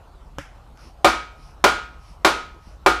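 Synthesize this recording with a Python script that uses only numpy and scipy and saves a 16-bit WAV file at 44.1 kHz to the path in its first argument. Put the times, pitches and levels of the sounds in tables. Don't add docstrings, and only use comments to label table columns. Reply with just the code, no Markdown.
import sys
import numpy as np
from scipy import signal
from scipy.fft import rfft, irfft
from scipy.io import wavfile
from scipy.ndimage import uniform_filter1d

SR = 44100
rng = np.random.default_rng(int(sys.argv[2]) if len(sys.argv) > 2 else 0)


def rack_gain(trim_db):
    fader = np.asarray(trim_db, float)
    return 10 ** (fader / 20)


def dump_mix(stems):
    frames = np.atleast_2d(stems).T
    limited = np.clip(frames, -1, 1)
    pcm = np.round(limited * 32767).astype(np.int16)
    wavfile.write(sys.argv[1], SR, pcm)


N = 132300

# (time [s], strength [dB], brightness [dB], rod ring [dB])
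BLOWS = [
    (1.045, 0.5, -1.5, -3),
    (1.64, -2, 1, -0.5),
    (2.247, -3, 2, -1.5),
    (2.861, 1, -5, -3),
]
# (frequency [Hz], density [dB])
CLOTH_SPECTRUM = [(800, -21), (2500, -2.5), (3800, -11.5), (5400, -0.5), (7400, -21), (10200, -12.5),
                  (12500, -26), (16000, -43)]


def read(points, hz):
    f, value = np.transpose(points)
    return np.interp(np.log(hz + 1), np.log(f + 1), value)


def evened(x):
    return x / np.sqrt(np.mean(x ** 2) + 1e-20)


def add(mix, start_s, sound):
    part = mix[round(start_s * SR):][:len(sound)]
    part += sound[:len(part)]


def noise(spectrum, size, patchy_db=0.):
    frames, hz = size // 256 + 5, np.fft.rfftfreq(1024, 1 / SR)
    real, imag, patches = rng.standard_normal((frames, 513, 3)).T
    patches = uniform_filter1d(patches, 10, 0)
    patches = evened(uniform_filter1d(patches, 10, 1))
    gain_db = read(spectrum, hz)[:, None] + patchy_db * patches
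    spectra = (real + 1j * imag) * rack_gain(gain_db)
    return evened(signal.istft(spectra, nperseg=1024, noverlap=768)[1][:size])


def ring(modes, length_s, shift_db=0.):
    hz, db, t60_s = np.transpose(modes)
    t = np.arange(round(length_s * SR))[:, None] / SR
    level = rack_gain(db + shift_db - 60 * t / t60_s)
    return (level * np.sin(2 * np.pi * hz * t)).sum(1)


def garage(spectrum):
    # (frequency [Hz], t60 [s])
    room_t60 = [(100, 0.52), (300, 0.46), (700, 0.31), (1500, 0.41), (3000, .42), (6000, 0.39),
                (10000, 0.31), (15000, 0.16)]
    hz, t, spectra = signal.stft(noise(spectrum, SR), SR, nperseg=256)
    decay = rack_gain(-60 * t / read(room_t60, hz)[:, None])
    return signal.istft(spectra * decay, SR, nperseg=256)[1][:SR]


def air():
    # (frequency [Hz], density [dB])
    air_spectrum = [(60, -18), (120, -3.5), (230, -9), (500, -10.5), (800, -8), (1400, -12.5), (1700, -23),
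                    (4000, -28), (14500, -41.5), (16000, -77)]
    return rack_gain(-53) * noise(air_spectrum, N, patchy_db=2.5)


def rumble():
    # (frequency [Hz], density [dB])
    rumble_spectrum = [(8.8, -62), (15, -21), (36, -0.5), (54, 1), (68, -3), (87, -13), (166, -18.5),
                       (200, -43.5), (260, -61.5), (440, -120)]
    hz = np.fft.rfftfreq(N, 1 / SR)
    gain = rack_gain(read(rumble_spectrum, hz)) * (hz < 220) * (hz > 12)
    low = irfft(rfft(rng.standard_normal(N)) * gain, N)
    return rack_gain(-45) * evened(low)


def light_tap():
    # (time [s], strength [dB])
    taps = [
        (0.3849, -7.5),
        (0.3905, -23),
    ]
    # (frequency [Hz], level [dB], t60 [s])
    body_modes = [(152, -12.5, 0.117), (296, -7, 0.11), (561, -5.5, 0.062), (980, 9, 0.005)]
    # (frequency [Hz], density [dB])
    click_spectrum = [(200, -39), (1500, 8), (3300, -4), (4100, -16), (5200, -5), (8000, -15.5),
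                      (12000, -18), (16000, -42)]
    click_db, click_t60_s = -4.5, 0.011
    wash_db, wash_rise_s = -39, 0.0024
    out, t = np.zeros(N), np.arange(600) / SR
    wash_rise = np.minimum(np.arange(SR) / (wash_rise_s * SR), 1)
    add(out, taps[0][0], rack_gain(wash_db) * garage(click_spectrum) * wash_rise)
    for s, db in taps:
        add(out, s, rack_gain(db - 17) * ring(body_modes, 0.15))
        click_decay = rack_gain(db - 12 + click_db - 60 * t / click_t60_s)
        add(out, s, click_decay * noise(click_spectrum, 600))
    return out


def bumps():
    # (time [s], level [dB])
    bump_events = [
        (2.672, -30.5),
        (0.39, -31),
        (0.87, -40),
    ]
    out = np.zeros(N)
    for s, db in bump_events:
        add(out, s, rack_gain(db) * ring([(75, -3, 0.1), (184, -8, 0.047)], 0.15))
    return out


def shirt():
    # (middle [s], half length [s], level [dB])
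    swishes = [
        (0.844, 0.096, -55.5),
        (1.46, 0.12, -58.5),
        (2.084, 0.11, -58.5),
        (2.688, 0.11, -60.5),
    ]
    t, swell = np.arange(N) / SR, np.zeros(N)
    for middle_s, half_s, db in swishes:
        phase = np.clip((t - middle_s) / half_s, -1, 1)
        swell += rack_gain(db) * np.cos(np.pi / 2 * phase) ** 1.3
    return swell * noise(CLOTH_SPECTRUM, N, patchy_db=1.2)


def ticks():
    # (time [s], level [dB])
    tick_events = [
        (.774, -46),
        (2.546, -54),
    ]
    out, t = np.zeros(N), np.arange(600) / SR
    for s, db in tick_events:
        add(out, s, rack_gain(db - 60 * t / 0.0076) * noise(CLOTH_SPECTRUM, 600))
    return out


def blows():
    knock_hz = [331, 383, 580, 745, 890, 1010, 2297]
    # (level [dB], t60 [s])
    knock_modes = [(-23, 0.21), (-13.5, 0.19), (-14.5, 0.12), (-8, 0.1), (-9.5, 0.051), (6.5, 0.0083),
                   (-8.5, 0.049)]
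    # (delay [s], level [dB])
    echoes = [(.0052, -6.5), (.0095, -10.5), (0.0143, -10.5), (.026, -14.5)]
    # (frequency [Hz], density [dB])
    crash_spectrum = [(100, -6), (300, -5), (900, 3.5), (1500, -2.5), (2400, -7.5), (3800, -9),
                      (5500, -14.5), (9000, -22.5), (15000, -29.5)]
    knock_db, knock_rise_s, mode_spread_db = 0.5, 0.00061, 1.8
    crash_db, crash_rise_s, snap_db, snap_t60_s = -10.5, 0.0025, 2.5, 0.039
    mic_low_hz = 230
    out, t = np.zeros(N), np.arange(SR) / SR
    arrivals = [(0.00081, 0.032)] + echoes
    for s, db, bright_db, _ in BLOWS:
        spread_db = mode_spread_db * rng.standard_normal(len(knock_modes))
        knock = ring(np.c_[knock_hz, knock_modes], 0.27, spread_db)
        knock = knock * np.minimum(t[:len(knock)] / knock_rise_s, 1)
        for k, (delay_s, echo_db) in enumerate(arrivals):
            polarity = (-1) ** k
            add(out, s + delay_s, polarity * rack_gain(db + knock_db + echo_db) * knock)
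        snap = 1 + rack_gain(snap_db - 60 * t / snap_t60_s)
        shape = np.minimum(t / crash_rise_s, 1) * snap
        add(out, s, rack_gain(db + crash_db + bright_db) * shape * garage(crash_spectrum))
    return signal.sosfilt(signal.butter(2, mic_low_hz, "high", fs=SR, output="sos"), out)


def rod():
    rod_hz = [725, 948, 1060, 1232, 1260.5, 1264, 1367, 1427, 1515, 1583, 1793, 1916, 2272, 2428]
    # (level [dB], t60 [s])
    rod_modes = [(-15.5, 0.53), (-16.5, 0.62), (-20.5, .3), (6, 0.23), (-6.5, 0.52), (-6, 0.69),
                 (-4.5, 0.46), (1.5, .45), (-21.5, 0.25), (-9, 0.49), (-24, .55), (-27, 0.48), (-10, 0.47),
                 (-15.5, .6)]
    rod_db, rod_swell_s, mode_spread_db = -14.5, 0.0067, 1.5
    thud_hz, thud_db, thud_t60_s, thud_swell_s = 56.6, -27.5, 0.69, 0.02
    out, t = np.zeros(N), np.arange(SR) / SR
    mode_db, t60_s = np.transpose(rod_modes)
    polarity = (-1) ** np.arange(len(rod_modes))
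    sines = np.sin(2 * np.pi * np.array(rod_hz) * t[:, None])
    rod_swell = 1 - np.exp(-t / rod_swell_s)
    thud = ring([(thud_hz, 0, thud_t60_s)], 0.5) * (1 - np.exp(-t[:SR // 2] / thud_swell_s))
    for s, db, _, ring_db in BLOWS:
        spread_db = mode_spread_db * rng.standard_normal(len(rod_modes))
        level = rack_gain(mode_db + spread_db - 60 * t[:, None] / t60_s)
        tones = (polarity * level * sines).sum(1)
        add(out, s, rack_gain(db + rod_db + ring_db) * tones * rod_swell)
        add(out, s, rack_gain(db + thud_db) * thud)
    return out


def scene():
    background = air() + rumble()
    handling = light_tap() + bumps() + shirt() + ticks()
    return (background + handling + blows() + rod())[None]


def low_pass(x):
    return signal.sosfilt(signal.butter(12, 16550, fs=SR, output="sos"), x)


def record(dry):
    duck_after_s, duck_step_db, duck_back_s = 0.063, -1, 0.074
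    mic_top_hz, ceiling, knee = 15400, 0.74, 12
    t, duck_db = np.arange(N) / SR, np.zeros(N)
    for blow_s, *_ in BLOWS:
        since = t - blow_s - duck_after_s
        duck_db += duck_step_db * (since > 0) * np.exp(-np.maximum(since, 0) / duck_back_s)
    x = signal.sosfilt(signal.butter(10, mic_top_hz, fs=SR, output="sos"), dry)
    x = x * rack_gain(uniform_filter1d(duck_db, 60))
    x = x / (1 + abs(x / ceiling) ** knee) ** (1 / knee)
    return low_pass(x)


dry = scene()
out = record(dry)
dump_mix(out)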